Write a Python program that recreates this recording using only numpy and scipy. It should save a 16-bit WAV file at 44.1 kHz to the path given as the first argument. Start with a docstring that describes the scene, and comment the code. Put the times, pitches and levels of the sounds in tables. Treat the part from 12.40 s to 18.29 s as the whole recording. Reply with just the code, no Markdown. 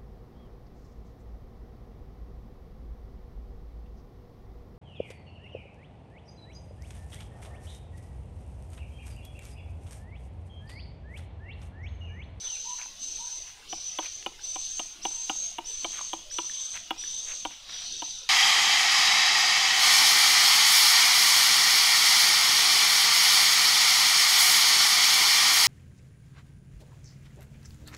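"""A close cicada chirrs in rising pulses: buckling tymbals drive a rasp and a sharp ring.
Under a fruit tree a hand sprayer is worked in short, quick strokes, each a valve snap
and a hollow plastic pop. Drops and spray patter on the leaves.
Birds hoot and whistle farther off, over quiet garden air."""
import sys
import numpy as np
from scipy import signal
from scipy.fft import rfft, irfft, next_fast_len
from scipy.io import wavfile
from scipy.ndimage import uniform_filter1d, map_coordinates

SR = 44100
rng = np.random.default_rng(int(sys.argv[2]) if len(sys.argv) > 2 else 0)


def dump_mix(stems):
    """Bounce the given channels to the path in sys.argv[1] as a 16-bit WAV at rate SR."""
    frames = np.atleast_2d(stems).T  # one column per channel
    limited = np.clip(frames, -1, 1)  # hard clip at full scale
    pcm = np.round(limited * 32767).astype(np.int16)
    wavfile.write(sys.argv[1], SR, pcm)


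N = 259749
TIME = np.arange(N) / SR

# cicada pulses: start/s, attack/s, release after/s, fade/(dB/s), ring/dB, rasp/dB, sizzle/dB,
# slack f/Hz, tight f/Hz, climb/s, sag after release/(Hz/s)
CICADA_PULSES = [(-.04, 0.047, 0.42, 87, -37, -51.5, -57.5, 6050, 6253, .58, 3),
                 (.56, 0.051, 0.41, 105, -37.5, -51, -55.5, 6237, 6184, .4, -6),
                 (1.268, 0.039, 0.48, 103, -39, -50, -60.5, 5930, 6260, .75, 5),
                 (1.996, 0.04, 0.43, 130, -36.5, -49, -53.5, 6010, 6320, .48, 290),
                 (2.616, 0.016, 0.45, 167, -35.5, -50, -52.5, 6074, 6383, .48, 198),
                 (3.24, 0.018, 0.45, 115, -37.5, -49.5, -54, 5958, 6330, .39, 109),
                 (3.898, 0.015, 0.44, 116, -37, -49.5, -53, 5936, 6234, .37, 102),
                 (4.561, 0.03, .39, 72, -36, -49, -53, 5760, 6310, .34, 995.5),
                 (5.25, 0.084, .5, 111, -39.5, -45.5, -58.5, 5730, 6110, .33, 205)]
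# noise skirt of the ring when pitched at SKIRT_REF_HZ: f/Hz, relative level/dB
RING_SKIRT = [(4900, -47), (5400, -6), (5800, 0.5), (6050, 5), (6230, 10.5), (6370, -5.5), (6800, -7.5),
              (7300, -50)]
# lower band of the buzz: f/Hz, relative level/dB
RASP_SPECTRUM = [(1500, -73), (2200, -16.5), (2700, -3.5), (3200, 3), (4000, 6), (4600, 7), (5300, 3),
                 (6000, -33), (7000, -6), (8000, -36)]
# upper band of the buzz: f/Hz, relative level/dB
SIZZLE_SPECTRUM = [(6000, -10.5), (6800, 3), (7450, 2), (8200, 10), (8900, 0), (9500, -26), (10200, -22),
                   (12000, -9.5), (13000, -53), (15500, -31)]
# cicada's lower body resonance: t/s, f/Hz, level re rasp/dB
BELLY_TRACK = [(0, 3850, -2), (.8, 4100, -5), (1.5, 3250, -19), (2.3, 3954, -21), (2.9, 3800, -4.5),
               (3.5, 3180, -7), (4.15, 3540, 0), (4.8, 3540, -1.5), (5.6, 3720, -1.5)]
# slow patches in the buzz: f/Hz, rms depth/dB
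BUZZ_PATCHES = [(3000, 2.4), (8000, 1.5)]
# sprayer strokes: t/s, pop/dB, snap/dB, pop focus/Hz, snap focus/Hz, upper modes re pop/dB
SPRAYER_STROKES = [(1.327, -35, -38.5, 810, 2800, -16), (1.587, -29.5, -32, 710, 3150, -17),
                   (1.862, -34, -30.5, 746, 2850, -9), (2.158, -36.5, -41, 730, 2970, -24),
                   (2.394, -36, -33, 740, 3340, -9), (2.652, -29, -31, 720, 3140, -21),
                   (2.896, -30, -28.5, 830, 3100, -8), (3.184, -31.5, -36, 732, 3000, -19),
                   (3.445, -34, -30, 729, 2910, -7), (3.732, -32, -33.5, 822, 3170, -21),
                   (3.985, -32, -30, 925, 3500, -8), (4.507, -29, -29.5, 820, 3060, -8),
                   (5.051, -30.5, -33, 910, 2610, -11), (5.621, -34.5, -38, 975, 3175, -10)]
# sprayer body, low modes: f/Hz, relative level/dB, t60/s
THUMP_MODES = [(228, -4, 0.17), (271, 2.5, 0.11), (323, 14, 0.066), (387, 1.5, 0.045), (450, 7.5, 0.012)]
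# sprayer body, middle modes: f/Hz, relative level/dB, t60/s
POP_MODES = [(686, -30, 0.054), (756, 8.5, 0.034), (860, 6, 0.043), (947, 9.5, 0.026), (980, -32, 0.022)]
# sprayer body, upper modes: f/Hz, relative level/dB, t60/s
UPPER_MODES = [(1264, 17, 0.067), (1366, 21.5, 0.026), (1380, 4, 0.036)]
# sprayer body, modes of the valve snap: f/Hz, relative level/dB, t60/s
SNAP_MODES = [(2350, 1.5, 0.023), (2740, 0.5, 0.0056), (2943, 10, 0.013), (3204, 1.5, 0.028),
              (3450, -2.5, 0.027)]
# water leaving the nozzle: f/Hz, relative level/dB
SPIT_SPECTRUM = [(300, 11), (1500, 22), (4000, -11), (8000, 9.5), (11000, 4), (13000, -3), (15000, 11)]
# large drops on leaves: t/s, level/dB, f/Hz, splash re leaf note/ratio
LARGE_DROPS = [(0.415, -28.5, 2550, 0.6), (0.459, -33, 886, 0.38), (0.772, -38, 2420, 1),
               (1.658, -24, 2380, 0.21), (1.826, -30.5, 2670, 0.94), (1.993, -34, 1570, 0.47),
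               (3.591, -22, 1190, 0.25), (3.61, -21.5, 1070, 0.15), (3.912, -36.5, 1640, 0.6),
               (4.097, -27, 1760, 0.28), (4.347, -35, 2220, 0.97), (4.373, -24, 2440, 1),
               (4.638, -26, 1750, 0.52), (4.921, -27, 2630, 0.53), (5.118, -33, 2730, 0.6),
               (5.294, -32, 1720, 0.98)]
# spray on leaves: t/s, length/s, level/dB, centre f/Hz
SPRAY_PATTER = [(.01, 0.1, -58.5, 1400), (0.369, 0.077, -50.5, 1900), (1.06, 0.055, -57, 1890),
                (1.61, 0.08, -47, 2700), (3.5, 0.13, -48.5, 2450), (3.554, 0.067, -54, 1130),
                (4.333, 0.054, -43.5, 2125), (4.854, 0.1, -48.5, 1860), (5.088, 0.074, -55.5, 2290),
                (5.244, 0.25, -53, 1950)]
# low bird hoots: t/s, length/s, final f/Hz, level/dB
BIRD_HOOTS = [(0.229, 0.14, 1000, -47.5), (.772, 0.11, 984, -50.5), (2.663, .22, 937, -64),
              (5.755, 0.097, 1332, -67)]
# falling bird whistles: t/s, length/s, first f/Hz, level/dB
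BIRD_WHISTLES = [(0.037, 0.137, 3550, -45), (5.066, 0.14, 3760, -52.5)]
# garden air: f/Hz, relative density/dB
AIR_SPECTRUM = [(15, 9), (30, 2.5), (60, -3), (110, -9.5), (200, -14), (350, -17.5), (700, -13.5),
                (1500, -17), (2200, -14), (2900, -6), (4500, -15.5), (6200, -9), (7500, -20), (9500, -20),
                (10500, -29.5), (15500, -30)]
# slow patches in the air: f/Hz, rms depth/dB
AIR_PATCHES = [(100, 1.8), (300, 6.6), (900, 4.4), (3000, 3.56)]
# decay of the garden's echoes: f/Hz, t60/s
GARDEN_DECAY = [(250, 0.22), (1000, 0.3), (3000, 0.44), (6200, 0.29), (12000, 0.034)]

SKIRT_REF_HZ, FLICK_S = 6200, .024


def cicada(buckle_hz=410, buzz_depth=0.6, flutter_db=1.0):
    """Buckling tymbals excite a sharp ring and a broad buzz."""
    pitch_hz, tension, ring_gain, rasp_gain, sizzle_gain = abdomen()
    buckles = np.cumsum(buckle_hz * (1 + .15 * drift(90))) / SR
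    flutter = unit(amp(flutter_db * drift(30)))
    drive = rng.standard_normal(N) * (1 + buzz_depth * np.cos(2 * np.pi * buckles)) * flutter
    ring = cicada_ring(drive, flutter, pitch_hz, tension, ring_gain)
    return ring + flicks() + cicada_buzz(drive, rasp_gain, sizzle_gain)


def abdomen(wander_hz=15.9, wander_rate_hz=12):
    """Tightens, holds and lets go in each pulse; gives pitch, tension and ring, rasp, sizzle gains."""
    pitch_hz, tension, gains = np.full(N, float(SKIRT_REF_HZ)), np.zeros(N), np.zeros((3, N))
    for (start_s, attack_s, hold_s, fade_db_per_s, ring_db, rasp_db, sizzle_db,
         slack_hz, tight_hz, climb_s, sag_hz_per_s) in CICADA_PULSES:
        t = TIME - start_s
        tension = np.where(t >= 0, np.sin(np.pi / 2 * np.clip(t / climb_s, 0, 1)), tension)
        sag_hz = sag_hz_per_s * np.maximum(t - hold_s, 0)
        pitch_hz = np.where(t >= 0, slack_hz + (tight_hz - slack_hz) * tension - sag_hz, pitch_hz)
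        ring = swell(t - FLICK_S / 2, attack_s, hold_s, fade_db_per_s, arch_db=1)
        # the rasp starts early and lingers
        rasp = swell(t + attack_s, 2 * attack_s, hold_s + attack_s, 0.44 * fade_db_per_s, arch_db=1.5)
        sizzle = swell(t - FLICK_S / 2, attack_s, hold_s, 0.95 * fade_db_per_s, arch_db=0.5)
        gains = np.maximum(gains, [amp(ring_db) * ring, amp(rasp_db) * rasp, amp(sizzle_db) * sizzle])
    return pitch_hz + wander_hz * drift(wander_rate_hz), tension, *gains


def swell(t, attack_s, hold_s, fade_db_per_s, arch_db):
    """Pulse gain: linear rise, arched hold, steady fade."""
    arch = (2 * np.clip(t / hold_s, 0, 1) - 1) ** 2
    return np.clip(t / attack_s, 0, 1) * amp(-arch_db * arch - fade_db_per_s * np.maximum(t - hold_s, 0))


def cicada_ring(drive, flutter, pitch_hz, tension, gain, waver_hz=13, clear_slack=0.89, clear_tight=0.42):
    """Tone and noise skirt slide together; the tone frays as the abdomen tightens."""
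    slide = np.exp(2j * np.pi * np.cumsum(pitch_hz - SKIRT_REF_HZ) / SR)
    skirt = (signal.hilbert(colour(drive, RING_SKIRT)) * slide).real
    core = unit(sine(pitch_hz + waver_hz * drift(110)) * (1 + 0.092 * drift(50)) * flutter)
    clear = clear_slack + (clear_tight - clear_slack) * tension ** 2
    clear *= np.clip((20 * np.log10(gain + 1e-9) + 49) / 14, 0, 1)  # only a strong pulse rings cleanly
    overtone = amp(-46.5) * unit(bandpass(drive, 2 * pitch_hz, 260))
    return gain * (np.sqrt(clear) * core + np.sqrt(1 - clear) * skirt + overtone)


def flicks(re_ring_db=-7, ref_attack_s=.025):
    """An upward chirp opens each pulse, louder for a quicker attack."""
    out, size = np.zeros(N), round(FLICK_S * SR)
    for start_s, attack_s, _, _, ring_db, *_ in CICADA_PULSES:
        hz = 6000 - 1400 * np.linspace(1, 0, size) ** 2 + 110 * drift(580, size)
        flick = sine(hz) * np.linspace(.2, 1, size) * signal.windows.tukey(size, .3)
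        add(out, start_s, amp(ring_db + re_ring_db) * (ref_attack_s / attack_s) ** 2 * flick)
    return out


def cicada_buzz(drive, rasp_gain, sizzle_gain, echo_s=.0043, echo_gain=0.25):
    """Rasp, body resonance and sizzle, combed by a near reflection."""
    knots_s, knots_hz, knots_db = np.transpose(BELLY_TRACK)
    belly_hz, belly_db = np.interp(TIME, knots_s, knots_hz), np.interp(TIME, knots_s, knots_db)
    belly = unit(resonate(resonate(rng.standard_normal(N), belly_hz, 740), belly_hz, 720))
    rasp = colour(drive, RASP_SPECTRUM) + amp(belly_db) * belly
    buzz = rasp_gain * rasp + sizzle_gain * colour(drive, SIZZLE_SPECTRUM)
    add(buzz, echo_s, echo_gain * buzz)
    return patchy(buzz, BUZZ_PATCHES, frames=14, bins=7)


def sprayer(echo_s=.0046, pop_echo_gain=1.71, chatter_s=0.00209, chatter_gain=0.12, wall_s=.054):
    """The valve snaps and chatters once; an inverted echo a few ms later makes each pop sound hollow."""
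    out = np.zeros(N)
    for start_s, pop_db, snap_db, pop_hz, snap_hz, upper_db in SPRAYER_STROKES:
        pop, snap = strike(POP_MODES, pop_hz), strike(SNAP_MODES, snap_hz, db_per_oct=13.5, detune=0.034)
        thump, upper = strike(THUMP_MODES, 368), strike(UPPER_MODES, 990)
        delay_s = echo_s * rng.uniform(0.93, 1.04)
        add(pop, delay_s, -pop_echo_gain * pop)
        add(snap, chatter_s * rng.uniform(0.67, 1.27), chatter_gain * snap)
        for part in (snap, thump, upper):
            add(part, delay_s, -.35 * part)
        thump_db = (pop_db + snap_db) / 2 - 6  # follows the stroke's force
        for part, db in ((pop, pop_db), (upper, pop_db + upper_db), (snap, snap_db), (thump, thump_db)):
            part = leaf_scatter(part)
            add(out, start_s, amp(db) * part / np.std(part[:SR // 100]))
    out = butter(out, 6, 210, "highpass")
    add(out, wall_s, amp(-22.5) * butter(out, 2, 1800, "lowpass"))  # house wall echo
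    return out + spit()


def strike(modes, focus_hz, db_per_oct=14, spread_db=2, rise_s=0.00054, detune=0.037):
    """One blow on a set of modes; those near focus_hz take most of it."""
    t = TIME[:SR // 10]
    out = np.zeros(len(t))
    for (hz, db, t60_s), (level_draw, pitch_draw) in zip(modes, rng.standard_normal((len(modes), 2))):
        mode_db = db + spread_db * level_draw - db_per_oct * abs(np.log2(hz / focus_hz))
        out += amp(mode_db - 60 * t / t60_s) * np.sin(2 * np.pi * hz * (1 + detune * pitch_draw) * t)
    return out * (1 - np.exp(-(t / rise_s) ** 2))


def spit(re_force_db=-6, rise_s=0.00049, t60_s=0.026):
    """Water leaves the nozzle in a noise burst that follows each stroke's force."""
    gain, t = np.zeros(N), TIME[:SR // 20]
    for start_s, pop_db, snap_db, *_ in SPRAYER_STROKES:
        force_db = (pop_db + snap_db) / 2
        add(gain, start_s, amp(force_db + re_force_db - 60 * t / t60_s) * (1 - np.exp(-t / rise_s)))
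    return gain * colour(rng.standard_normal(N), SPIT_SPECTRUM)


def drops(t60_s=0.013, rise_s=0.0012, drips_per_s=2.7, drip_db=-40.5, drip_hz=2580, drip_splash=0.63):
    """Large drops and random small drips tap single leaves: a leaf note plus a splash."""
    out, t = np.zeros(N), TIME[:SR // 20]
    drips = [(when * N / SR, drip_db + 6 * (size - .5), drip_hz * 2 ** ((leaf - .5) / 2), drip_splash)
             for when, size, leaf in rng.random((round(drips_per_s * N / SR), 3))]
    for start_s, db, hz, splash_gain in LARGE_DROPS + drips:
        splash = unit(bandpass(rng.standard_normal(len(t)), hz, 1900))
        tap = np.sin(2 * np.pi * hz * t) + splash_gain * splash * np.exp(-t / 0.0081)
        add(out, start_s, amp(db - 60 * t / t60_s) * (1 - np.exp(-t / rise_s)) * tap)
    return out


def patter(ticks_per_s=2500):
    """Fine spray lands as clumps of ticks on leaves too light to carry bass."""
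    out = np.zeros(N)
    for start_s, length_s, db, hz in SPRAY_PATTER:
        size = round(length_s * SR)
        ticks = rng.standard_normal(size) * (rng.random(size) < ticks_per_s / SR)
        clump = butter(bandpass(ticks, hz, 1.2 * hz), 2, 500, "highpass")
        add(out, start_s, amp(db) * unit(clump * signal.windows.tukey(size, .6)))
    return out


def birds(scoop_share=0.1746, scoop_s=0.0295, fall_hz_per_s=8200, fade_db_per_s=50):
    """Distant calls: nearly pure hoots scoop up to pitch, raspy whistles fall."""
    out = np.zeros(N)
    for start_s, length_s, hz, db in BIRD_HOOTS:
        t = np.arange(0, length_s, 1 / SR)
        hoot = bird_note(hz * (1 - scoop_share * np.exp(-t / scoop_s)), jitter=0.017)
        add(out, start_s, amp(db) * hoot * signal.windows.tukey(len(t), .75))
    for start_s, length_s, hz, db in BIRD_WHISTLES:
        t = np.arange(0, length_s, 1 / SR)
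        whistle = bird_note(hz - fall_hz_per_s * t, jitter=0.04)
        add(out, start_s, amp(db - fade_db_per_s * t) * whistle * signal.windows.tukey(len(t), .15))
    add(out, .115, amp(-11.5) * out)  # echo off far houses
    return out


def bird_note(hz, jitter):
    """Tone roughened by pitch jitter, rms 1."""
    return unit(sine(hz * (1 + jitter * drift(129.5, len(hz)))))


def leaf_scatter(x, wet_db=-9, t60_s=.032):
    """Near leaves add a short, dense burst of echoes."""
    t = TIME[:SR // 20]
    taps = rng.standard_normal(len(t)) * amp(-60 * t / t60_s) * (t > .0015)
    return x + amp(wet_db) * signal.fftconvolve(x, taps / np.linalg.norm(taps))[:len(x)]


def garden_echoes(x, taps_per_s=2500, predelay_s=.012):
    """Sparse echoes from trees and house walls, each band with its own decay."""
    taps = rng.choice([-1., 1.], SR) * (rng.random(SR) < taps_per_s / SR) * (TIME[:SR] > predelay_s)
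    hz, t, spectra = signal.stft(taps, SR, nperseg=256)
    decay = amp(-60 * t / read(GARDEN_DECAY, hz)[:, None])
    tail = signal.istft(spectra * decay, SR, nperseg=256)[1]
    return signal.fftconvolve(x, tail / np.linalg.norm(tail))[:N]


def air(level_db=-51.5):
    """Outdoor wash, stirring in slow patches, most in the middle range."""
    wash = patchy(rng.standard_normal(N), AIR_PATCHES, frames=16, bins=4)
    return amp(level_db) * colour(wash, AIR_SPECTRUM)


def amp(db):
    """dB to gain."""
    return 10 ** (np.asarray(db) / 20)


def unit(x):
    """Scales to rms 1."""
    return x / np.sqrt(np.mean(abs(x) ** 2) + 1e-20)


def sine(hz):
    """Sine along a pitch curve."""
    return np.sin(2 * np.pi * np.cumsum(hz) / SR)


def read(points, hz):
    """Interpolates a table over log frequency."""
    knots_hz, values = np.transpose(points)
    return np.interp(np.log(hz + 1), np.log(knots_hz + 1), values)


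def add(mix, start_s, sound):
    """Mixes in place; negative starts move to 0."""
    part = mix[max(round(start_s * SR), 0):][:len(sound)]
    part += sound[:len(part)]


def colour(x, spectrum):
    """Filters x by a spectrum table, to rms 1."""
    size = next_fast_len(len(x))
    gain = amp(read(spectrum, np.fft.rfftfreq(size, 1 / SR)))
    return unit(irfft(rfft(x, size) * gain, size)[:len(x)])


def drift(rate_hz, size=N):
    """Smooth random curve up to rate_hz, rms 1."""
    knots = rng.standard_normal(int(2 * rate_hz * size / SR) + 4)
    return unit(map_coordinates(knots, [np.arange(size) * 2 * rate_hz / SR], order=3))


def resonate(x, hz, width_hz):
    """Resonance following hz."""
    carrier = np.exp(2j * np.pi * np.cumsum(hz * np.ones(len(x))) / SR)
    pole = np.exp(-np.pi * width_hz / SR)
    return 2 * (carrier * signal.lfilter([1 - pole], [1, -pole], x / carrier)).real


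def bandpass(x, hz, width_hz):
    """Two equal resonances in series."""
    return resonate(resonate(x, hz, width_hz), hz, width_hz)


def butter(x, order, hz, kind):
    """Maximally flat filter."""
    return signal.sosfilt(signal.butter(order, hz, kind, fs=SR, output="sos"), x)


def patchy(x, depths, frames, bins):
    """Varies the level in random time-frequency patches."""
    hz, _, spectra = signal.stft(x, SR, nperseg=1024, noverlap=768)
    noise = rng.standard_normal(spectra.shape)
    patches = unit(uniform_filter1d(uniform_filter1d(noise, bins, 0), frames, 1))
    gain = amp(read(depths, hz)[:, None] * patches)
    return signal.istft(spectra * gain, SR, nperseg=1024, noverlap=768)[1][:N]


def scene():
    """Mono mix; birds and cicada echo most, the sprayer least."""
    chirr, strokes, water, calls = cicada(), sprayer(), drops() + patter(), birds()
    send = amp(-10) * chirr + amp(-24) * strokes + amp(-16.5) * water + amp(-9.5) * calls
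    return (chirr + strokes + water + calls + garden_echoes(send) + air())[None]


def record(dry):
    """Steep low-pass."""
    cutoff_hz = 15650
    return signal.oaconvolve(dry, signal.firwin(511, cutoff_hz, window=("kaiser", 9), fs=SR)[None], "same")


dry = scene()
out = record(dry)
dump_mix(out)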